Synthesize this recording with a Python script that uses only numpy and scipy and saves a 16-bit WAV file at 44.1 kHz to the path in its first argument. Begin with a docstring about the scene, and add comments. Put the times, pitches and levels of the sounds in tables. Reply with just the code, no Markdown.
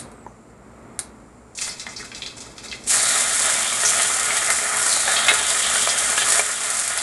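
"""Raw pork sizzles in hot oil: four slices are laid in turn into an iron wok in a small kitchen.
The first sputters in short jets of steam; from the second on, water boils out in countless bursting
bubbles, whose clicks merge into a dense sizzle, with sharp spits of oil and duller pops of steam.
All of these excite the modes of the wok. A gas burner and a motor hum lie underneath; a thin whistle
and a light knock come at the start, and near the end the whole sound steps down in level."""
import sys
import numpy as np
from scipy import signal
from scipy.io import wavfile
from scipy.ndimage import uniform_filter1d

SR = 44100
rng = np.random.default_rng(int(sys.argv[2]) if len(sys.argv) > 2 else 0)


def to_wav(sig):
    """Store sig (one row per channel, or 1-D mono) as 16-bit WAV at the path in sys.argv[1].

    Samples outside -1..1 are clipped; the rate is SR.
    """
    pcm = np.clip(np.atleast_2d(sig), -1, 1) * 32767
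    pcm = np.round(pcm).astype(np.int16)
    wavfile.write(sys.argv[1], SR, pcm.T)  # frames by channels


N = 309582
TIME = np.arange(N) / SR
EVENT_TIME = np.arange(SR // 3) / SR

# Levels in the tables are relative: each layer also has its own gain.
# spectrum of the sputtering: f/Hz, level/dB
SPUTTER_SPECTRUM = [(200, 0), (600, -6.5), (1400, -0.5), (2300, -2.5), (2700, -6), (2900, -14), (3100, -4),
                    (3350, -3), (5000, 1.5), (7000, 3.5), (8500, 0.5), (10300, -4), (11500, -12),
                    (12400, -58)]
# steam jets from under the meat: t/s, peak level/dB, centre f/Hz, width/octaves
STEAM_JETS = [(1.55, -29, 7840, 0.66), (1.5754, -21.5, 5460, 0.71), (1.588, -20, 2900, 0.56),
              (1.613, -17, 6500, .6), (1.644, -20.5, 3600, .75), (1.691, -21.5, 4870, 0.18),
              (1.7964, -20.5, 5170, 0.76), (1.888, -29, 6100, 0.45), (1.962, -21, 5100, 0.24),
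              (2.002, -30, 1880, 0.17), (2.0277, -27.5, 1440, 0.13), (2.117, -26, 2000, 0.9),
              (2.1478, -22, 3900, 0.61), (2.2204, -17, 3100, .42), (2.262, -19.5, 3800, 0.44),
              (2.368, -31, 7200, .5), (2.404, -27, 5500, 0.79), (2.581, -24, 3070, 1),
              (2.6437, -32.5, 3530, 0.21), (2.683, -27, 4840, 0.27), (2.714, -21, 3350, 0.44),
              (2.7264, -22.5, 2060, 0.47), (2.837, -30, 6600, 1), (3.85, -6.5, 6000, 0.13),
              (5.1644, -10.5, 3560, .3), (5.284, -7.5, 3370, 0.27), (5.89, -11, 5760, 0.51),
              (6.986, -11, 3820, 0.33)]
# steam pockets bursting under the meat: t/s, peak level/dB, f/Hz, T60/s
STEAM_POPS = [(1.679, -23.5, 2050, 0.025), (1.8669, -19.5, 2100, .016), (3.835, -12.5, 1850, 0.031),
              (3.998, -13, 2260, 0.018), (4.101, -18, 1270, .04), (4.306, -12.5, 2250, .04),
              (4.503, -10.5, 2070, 0.025), (4.864, -16.5, 1460, 0.043), (5.078, -11.5, 1720, 0.053),
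              (5.284, -3.5, 2160, 0.048), (5.317, -10, 1770, 0.013), (5.756, -15.5, 1495, 0.11),
              (5.874, -9.5, 1350, 0.013), (6.179, -10, 1667, .045), (6.219, -16, 1770, 0.05),
              (6.322, -12.5, 1850, .019), (6.349, -13, 1800, 0.013), (6.393, -17.5, 700, 0.016),
              (6.395, -12.5, 2340, .05)]
# water drops exploding in the oil: t/s, peak level/dB
OIL_SPITS = [(-.012, -15.5), (.116, -44), (0.9907, -14), (3.029, -13.5), (3.851, -17), (4.02, -12),
             (4.3685, -13), (4.502, -9), (4.769, -13.5), (5.338, -11), (5.467, -15), (5.495, -23),
             (6.1, -15), (6.287, -13), (6.302, -21), (6.3221, -9.5), (6.356, -11), (6.392, -12),
             (6.6353, -13), (6.7016, -10.5), (6.791, -11), (6.877, -11), (6.975, -8.5)]
# slices two to four: t/s, flare level/dB, fizz level/dB, warm-up/s, boiling level/dB, steam level/dB
LATER_SLICES = [(2.86, -18.5, -18, 0.39, -27, -25), (4.834, -22, -15, 1.06, -36, -23),
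                (6.27, -24.5, -21, .4, -31, -55)]
FIRST_SLICE_S, SIZZLE_START_S = 1.55, LATER_SLICES[0][0]
FIRST_ATTACK_S, LATER_ATTACK_S = 0.074, 0.036  # rise of the flare as a slice lands


def gain_of(db):
    """Converts a level to an amplitude ratio."""
    return 10 ** (np.asarray(db) / 20)


def unit_rms(x):
    """Normalises the mean power to 1."""
    return x / np.sqrt(np.mean(x ** 2) + 1e-20)


def unit_peak(x):
    """Normalises the mean power of the loudest 3 ms to 1."""
    return x / np.sqrt(uniform_filter1d(x ** 2, size=128).max())


def power_sum(gains):
    """Incoherent addition: the powers of independent sources add."""
    return np.sqrt(sum(g ** 2 for g in gains))


def at_frequency(points, hz):
    """Interpolates a curve on a logarithmic frequency axis."""
    f, value = np.transpose(points)
    return np.interp(np.log(hz + 1), np.log(f + 1), value)


def add(mix, s, sound):
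    """Superposes a sound at time s, which may be negative."""
    start = round(s * SR)
    sound = sound[max(-start, 0):]
    part = mix[max(start, 0):][:len(sound)]
    part += sound[:len(part)]


def ramp(s, rise_s):
    """Linear rise from 0 to 1, starting at time s."""
    return np.clip((TIME - s) / rise_s, 0, 1)


def age(s):
    """Seconds since time s; zero before it."""
    return np.maximum(TIME - s, 0)


def decay(t, t60):
    """Exponential damping: 60 dB in t60 seconds."""
    return gain_of(-60 * t / t60)


def flare(s, attack_s, hold_s, release_s):
    """Transient envelope: linear rise, hold, exponential relaxation."""
    return ramp(s, attack_s) * np.exp(-age(s + attack_s + hold_s) / release_s)


def drift(per_s):
    """Slow random modulation of rms 1."""
    steps = rng.standard_normal(65536)
    return unit_rms(np.interp(TIME * per_s, np.arange(len(steps)), steps))


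def colour(x, spectrum, size=4096):
    """Minimum-phase filter: shapes the spectrum while clicks keep their sharp front."""
    hz = abs(np.fft.fftfreq(size, 1 / SR))
    log_gain = np.log(gain_of(at_frequency(spectrum, hz)))
    response = np.exp(np.conj(signal.hilbert(log_gain)))
    taps = np.fft.ifft(response).real[:size // 2]
    return signal.oaconvolve(x, taps)[:len(x)]


def resonate(x, hz, width_hz):
    """Damped resonator of gain 1 whose centre frequency may glide."""
    carrier = np.exp(2j * np.pi * np.cumsum(hz * np.ones(len(x))) / SR)
    pole = np.exp(-np.pi * width_hz / SR)
    return 2 * (carrier * signal.lfilter([1 - pole], [1, -pole], x / carrier + 1e-18)).real


def ringing(x, peaks):
    """Linear superposition: the direct sound plus a ringing band at each spectral peak."""
    return x + sum(gain_of(db) * signal.lfilter(*signal.iirpeak(hz, hz / width, SR), x)
                   for hz, width, db in peaks)


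def thud(hz, t60, push):
    """Impulse response of a small cavity: a blunt push and one damped mode."""
    t = EVENT_TIME
    return push * (t == 0) + np.sin(2 * np.pi * hz * t) * decay(t, t60)


def bursts(per_s, spread_db, clump_db, clumps_per_s):
    """Shot noise of bursting bubbles: many small clicks, few large, swelling in clumps."""
    sizes = gain_of(spread_db * np.minimum(rng.exponential(1, N), 6))
    signs = rng.choice([-1, 1], N)
    onsets = rng.random(N) < per_s / SR
    return unit_rms(sizes * signs * onsets * gain_of(clump_db * drift(clumps_per_s)))


def small_events(per_s, mean_db, spread_db, count=48):
    """Jittered event train during the full sizzle: rows of t/s, peak level/dB, size from 0 to 1."""
    jitter, strength, size = rng.random(count), rng.standard_normal(count), rng.random(count)
    times = SIZZLE_START_S + (np.arange(count) + jitter) / per_s
    return [row for row in zip(times, mean_db + spread_db * strength, size) if row[0] < N / SR]


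def reverberate(x, bowl_db, room_db, bowl_t60=0.045):
    """Reverberation of one spot in the wok: direct sound, early echoes in the bowl, the room's tail."""
    # reverberation time of the kitchen: f/Hz, T60/s
    room_t60 = [(300, 0.11), (1300, 0.26), (3500, 0.3), (9000, .18)]
    t = EVENT_TIME
    bowl, tail = rng.standard_normal((2, len(t))) * (t > .001)
    hz, frame_s, spectra = signal.stft(tail, SR, nperseg=256)
    spectra = spectra * decay(frame_s, at_frequency(room_t60, hz)[:, None])
    tail = signal.istft(spectra, SR, nperseg=256)[1][:len(t)]
    echoes = gain_of(bowl_db) * unit_rms(bowl * decay(t, bowl_t60)) + gain_of(room_db) * unit_rms(tail)
    response = (t == 0) + echoes / np.sqrt(len(t))
    return signal.oaconvolve(x, response / np.linalg.norm(response))[:len(x)]


def scatter(clicks, bowl_db, room_db, spots):
    """Distributed source: clicks fall on several spots, each with its own echoes."""
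    spot = rng.integers(0, spots, N)
    return sum(reverberate(clicks * (spot == k), bowl_db, room_db) for k in range(spots))


def burner():
    """Combustion noise: the gas flame's low, broadband rush."""
    # spectrum of the flame: f/Hz, level/dB
    spectrum = [(25, -66), (45, -3), (66, -1.5), (81, -11.5), (118, 1.5), (150, -7.5), (230, 1),
                (300, -5.5), (390, -4.5), (1080, -12.5), (1300, -12), (1650, -20), (2100, -19.5),
                (3000, -32), (6000, -43.5)]
    # level of the rush as heard, louder at times: t/s, level/dB
    levels = [(0, -40), (.4, -48), (.9, -43), (1.4, -48), (2.8, -44)]
    rush = unit_rms(colour(rng.standard_normal(N), spectrum))
    return rush * gain_of(np.interp(TIME, *np.transpose(levels)))


def oil_hiss():
    """Shot noise of the hot oil alone: dense, faint clicks merge into a hiss."""
    # spectrum of the oil: f/Hz, level/dB
    spectrum = [(2500, -35), (4000, -10), (6300, -9.5), (6800, -5), (7300, 2.5), (7900, -3.5), (9500, -6),
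                (10800, -15.5), (12000, -65)]
    clicks = bursts(per_s=11000, spread_db=2.2, clump_db=0.68, clumps_per_s=18)
    return gain_of(-62.5) * unit_rms(colour(clicks, spectrum))


def motor_hum():
    """Three near-harmonic partials of a motor waver by random phase modulation."""
    # partials of the hum: f/Hz, level/dB
    partials = [(58.6, -59.5), (118.4, -68.5), (236.9, -61.5)]
    return sum(gain_of(db) * unit_rms(np.sin(2 * np.pi * hz * TIME + 1.17 * drift(7.6)))
               for hz, db in partials)


def knock():
    """Impact excitation: a light knock at the stove rings one hollow, heavily damped mode."""
    # the impact: t/s, peak level/dB, f/Hz, T60/s
    impacts = [(.265, -28, 966, .013)]
    spectrum = [(100, -1), (500, 3), (1800, 5), (3000, -24), (8000, -29)]  # f/Hz, level/dB
    out = np.zeros(N)
    for s, db, hz, t60 in impacts:
        hit = colour(thud(hz, t60, push=9.4), spectrum)
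        add(out, s, gain_of(db) * unit_peak(reverberate(hit, bowl_db=-5, room_db=-28)))
    return out


def whistle(width_hz=260):
    """Narrow-band noise: a drop of water boils dry with a breathy, falling tone of steam."""
    # course of the whistle: t/s, f/Hz, level/dB
    glide = [(.06, 8300, -63), (.2, 8100, -61), (.245, 7740, -62), (.27, 6400, -64), (.31, 6150, -66),
             (.37, 5600, -80)]
    s, hz, db = np.transpose(glide)
    pitch = np.interp(TIME, s, hz)
    tone = resonate(resonate(rng.standard_normal(N), pitch, width_hz), pitch, width_hz)
    return unit_rms(tone) * gain_of(np.interp(TIME, s, db, left=-120, right=-120))


def wok_resonance(x):
    """Forced vibration: the frying drives the modes of the wok and its hollow."""
    # modes of the wok: f/Hz, bandwidth/Hz, level/dB re direct sound
    modes = [(423.2, 12.8, 12), (587, 77, -1.5), (666, 40, 4.5), (753, 43, 1), (875, 5.1, 9), (1006, 30, 1),
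             (1145, 20, 0.5), (1263, 32, -4), (1437, 19, 0.5), (1680, 19, -1), (1880, 65, -2.5),
             (2065, 37, 2), (2368, 49, -1), (3240, 5.3, 3.5), (3688, 25, -39), (7090, 38, -5.5)]
    return ringing(x, modes)


def wok_reflections(x):
    """Interference: reflections in the wok give the sputter and all steam jets a fixed ringing colour."""
    # spectral peaks of the reflections: f/Hz, bandwidth/Hz, level/dB re direct sound
    peaks = [(2230, 190, -6), (2594, 72, 11), (3190, 74, -1), (3473, 35, 4.5), (3950, 110, -0.5),
             (4450, 55, -3), (5050, 74, -10), (5100, 57, -13), (7900, 89, -10)]
    return ringing(x, peaks)


def sputter():
    """Modulated shot noise: the first slice crackles, stirred by its jets, until the next one lands."""
    stirs = [gain_of(-39) * flare(s, 0.0082, 0.017, 0.04) for s, *_ in STEAM_JETS]
    simmer = power_sum([gain_of(-43)] + stirs)
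    gate = ramp(FIRST_SLICE_S, FIRST_ATTACK_S) - ramp(SIZZLE_START_S, LATER_ATTACK_S)
    clicks = bursts(per_s=5000, spread_db=2.3, clump_db=3.9, clumps_per_s=60) * simmer * gate
    crackle = colour(scatter(clicks, bowl_db=-0.91, room_db=-2.5, spots=2), SPUTTER_SPECTRUM)
    return gain_of(-3.5) * clicks.std() * unit_rms(crackle)


def jets(skirt_db=-22):
    """Jet noise: steam breaks out with a snap and dies as a crackly rush, tuned by its gap."""
    out, t, hz = np.zeros(N), EVENT_TIME, np.geomspace(100, 13000, num=60)
    for s, db, centre_hz, octaves in STEAM_JETS:
        t60 = 0.078 * (centre_hz / 4040) ** 0.89  # a narrow gap sounds higher and empties more slowly
        rise_s = 0.001 * (t60 / 0.13) ** 2  # long jets open slowly
        snap = 1 + 1.8 * np.exp(-t / 0.00079)
        rush = rng.standard_normal(len(t)) * gain_of(2.9 * rng.standard_normal(len(t)))
        rush *= (1 - np.exp(-t / rise_s)) * decay(t, t60) * snap
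        band = np.exp(-.5 * (np.log2(hz / centre_hz) / octaves) ** 2) + gain_of(skirt_db)
        spectrum = np.c_[hz, 20 * np.log10(band) + at_frequency(SPUTTER_SPECTRUM, hz)]
        jet = reverberate(colour(rush, spectrum), bowl_db=-8, room_db=-2.5)
        add(out, s, gain_of(db) * unit_peak(jet))
    return gain_of(-8.5) * out


def bubble_blips(low_hz=1150, high_hz=2250, t60=0.033, sizes=14):
    """Bubble resonance: larger bubbles under the meat ring briefly, each size at its own pitch."""
    out, t = np.zeros(N), np.arange(SR // 16) / SR
    clicks = bursts(per_s=110, spread_db=2.84, clump_db=0.33, clumps_per_s=27) * boil_envelope()
    size = rng.integers(0, sizes, N)
    for k, hz in enumerate(np.geomspace(low_hz, high_hz, num=sizes)):
        ring = np.sin(2 * np.pi * hz * t * (1 + t)) * decay(t, t60)  # pitch creeps up as it surfaces
        out += signal.oaconvolve(clicks * (size == k), ring)[:N]
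    return gain_of(-12.5) * clicks.std() * unit_rms(reverberate(out, bowl_db=-10, room_db=-6))


def pops(low_hz=900, high_hz=2130, small_t60=0.015):
    """Cavity resonance: steam pockets give way with a pop and a splutter, larger ones lower and duller."""
    # spectrum of a pop: f/pitch, level/dB
    spectrum = [(.06, -21), (.25, -3.5), (.6, -1.5), (1, 3), (1.35, -1), (1.85, -1), (2.3, -11), (5, -29)]
    small_pops = [(s, db, high_hz * (low_hz / high_hz) ** size, small_t60)
                  for s, db, size in small_events(per_s=5, mean_db=-23, spread_db=1.1)]
    out, t = np.zeros(N), EVENT_TIME
    for s, db, hz, t60 in STEAM_POPS + small_pops:
        splutter = 1.75 * rng.standard_normal(len(t)) * decay(t, t60)
        pop = colour(thud(hz, t60, push=20.5) + splutter, np.array(spectrum) * [hz, 1])
        add(out, s, gain_of(db) * unit_peak(reverberate(pop, bowl_db=-15, room_db=-4)))
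    return gain_of(-6) * out


def spits(echo_s=.0018, echo_gain=0.63, onset_delay_s=.0008):
    """Flash boiling: a water drop explodes in the oil, and the wok's far wall reflects the pulse."""
    # spectrum of a spit: f/Hz, level/dB
    spectrum = [(150, -21), (600, -10), (1500, -1.5), (2500, -6.5), (3000, -12), (4000, 0.5), (5500, -3),
                (7000, 3), (9000, 8.5), (11000, 5.5), (12000, -20), (12500, -40)]
    small_spits = [(s, db) for s, db, _ in small_events(per_s=3, mean_db=-16.5, spread_db=1.4)]
    out, t = np.zeros(N), EVENT_TIME
    for s, db in OIL_SPITS + small_spits:
        spray = .12 * rng.standard_normal(len(t)) * np.exp(-t / .0002)
        crack = (t == 0) + np.diff(spray, prepend=0)  # the pulse gives the body, the spray only treble
        crack += echo_gain * np.interp(t - echo_s, t, crack, left=0)
        spit = reverberate(colour(crack, spectrum), bowl_db=-1, room_db=-4)
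        add(out, s + onset_delay_s, gain_of(db) * unit_peak(spit))
    return gain_of(-2) * out


def steam_leak(rise_s=.17, fade_db_per_s=4.5, fresh_hz=4750, settled_hz=3280, sink_s=0.22):
    """Amplitude and pitch of escaping steam: it fades as water runs out and sinks as the meat settles."""
    leaks = [gain_of(db - fade_db_per_s * age(s)) * ramp(s, rise_s) for s, *_, db in LATER_SLICES]
    pitches = [settled_hz + (fresh_hz - settled_hz) * np.exp(-age(s) / sink_s) for s, *_ in LATER_SLICES]
    strongest = np.argmax(leaks, axis=0)
    return power_sum(leaks), np.choose(strongest, pitches)


def boil_envelope(delay_s=0.024, rise_s=0.078):
    """Powers add: each later slice boils steadily once it lies flat, and loud pops stir up more."""
    steady = [gain_of(db) * ramp(s + delay_s, rise_s) for s, *_, db, _ in LATER_SLICES]
    stirs = [gain_of(db - 19.5) * flare(s, 0.0034, 0.0083, 0.03) for s, db, *_ in STEAM_POPS]
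    return power_sum(steady + stirs)


def fizz_envelope(drying_db_per_s=3.5):
    """Evaporation: surface water flashes off on landing; later slices fizz as they warm, then dry."""
    first_flare = gain_of(-30.5) * flare(FIRST_SLICE_S, FIRST_ATTACK_S, 0.051, 0.023)
    flares = [gain_of(db) * flare(s, LATER_ATTACK_S, .05, 0.27) for s, db, *_ in LATER_SLICES]
    lasting = [gain_of(db - drying_db_per_s * age(s)) * (1 - np.exp(-age(s) / warm_s))
               for s, _, db, warm_s, *_ in LATER_SLICES]
    # loud spits throw a fizzing spray of oil over the meat
    sprays = [gain_of(db - 18) * flare(s, 0.0073, 0.011, 0.021)
              for s, db in OIL_SPITS if s > SIZZLE_START_S]
    return power_sum([first_flare] + flares + lasting + sprays)


def sizzle(surges_per_s=14, steam_widths_hz=(900, 2000)):
    """Shot noise in three bands: tiny bubbles fizz, larger ones boil, steam hisses through a gap."""
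    # spectrum of the tiny bubbles: f/Hz, level/dB
    fizz_spectrum = [(400, -30), (2500, -14), (4500, -9), (5700, -6.8), (6500, -4), (7100, -.7), (8000, 0),
                     (9500, -1), (10400, -4), (11000, -8), (11500, -15.5), (12000, -25), (12450, -38)]
    # spectrum of the boiling under the meat: f/Hz, level/dB
    boil_spectrum = [(120, -33), (330, -22), (520, -8.5), (680, -4.5), (920, -7.5), (1150, -5), (1320, 5.5),
                     (1450, 2), (1590, -2.5), (1780, 1.5), (2150, -1), (2700, -10.5), (4500, -31)]
    leak, leak_hz = steam_leak()
    fizz = bursts(per_s=9000, spread_db=3.77, clump_db=1.14, clumps_per_s=120) * fizz_envelope()
    fizz *= gain_of(0.85 * drift(surges_per_s))
    boil = bursts(per_s=2600, spread_db=2.9, clump_db=1.2, clumps_per_s=100) * boil_envelope()
    boil *= gain_of(1.5 * drift(surges_per_s))
    steam = bursts(per_s=5000, spread_db=2.8, clump_db=1.3, clumps_per_s=70) * leak
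    steam *= gain_of(2.9 * drift(surges_per_s))
    hiss = scatter(steam, bowl_db=0.67, room_db=-3, spots=6)
    for width_hz in steam_widths_hz:
        hiss = resonate(hiss, leak_hz, width_hz)
    crackle = colour(scatter(fizz, bowl_db=-4, room_db=-2, spots=16), fizz_spectrum)
    bubbling = colour(scatter(boil, bowl_db=-4, room_db=-10, spots=12), boil_spectrum)
    return (gain_of(0.36) * fizz.std() * unit_rms(crackle)
            + gain_of(-4) * boil.std() * unit_rms(bubbling)
            + gain_of(-4.5) * steam.std() * unit_rms(hiss))


def scene(step_s=6.4, step_db=-5):
    """Superposition: the frying rings the wok over the background; late on, the level steps down."""
    frying = wok_reflections(sputter() + jets()) + sizzle() + bubble_blips() + pops() + spits()
    kitchen = wok_resonance(frying) + whistle() + knock() + burner() + oil_hiss() + motor_hum()
    return (kitchen * gain_of(step_db * ramp(step_s, rise_s=0.012)))[None]


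def record(dry, ceiling=.88, cutoff_hz=12450):
    """Soft saturation rounds the loudest peaks; a low-pass filter then limits the band."""
    rounded = dry / (1 + (dry / ceiling) ** 6) ** (1 / 6)
    low_pass = signal.firwin(511, cutoff_hz, window=("kaiser", 9), fs=SR)
    return signal.oaconvolve(rounded, low_pass[None], "same")


dry = scene()
out = record(dry)
to_wav(out)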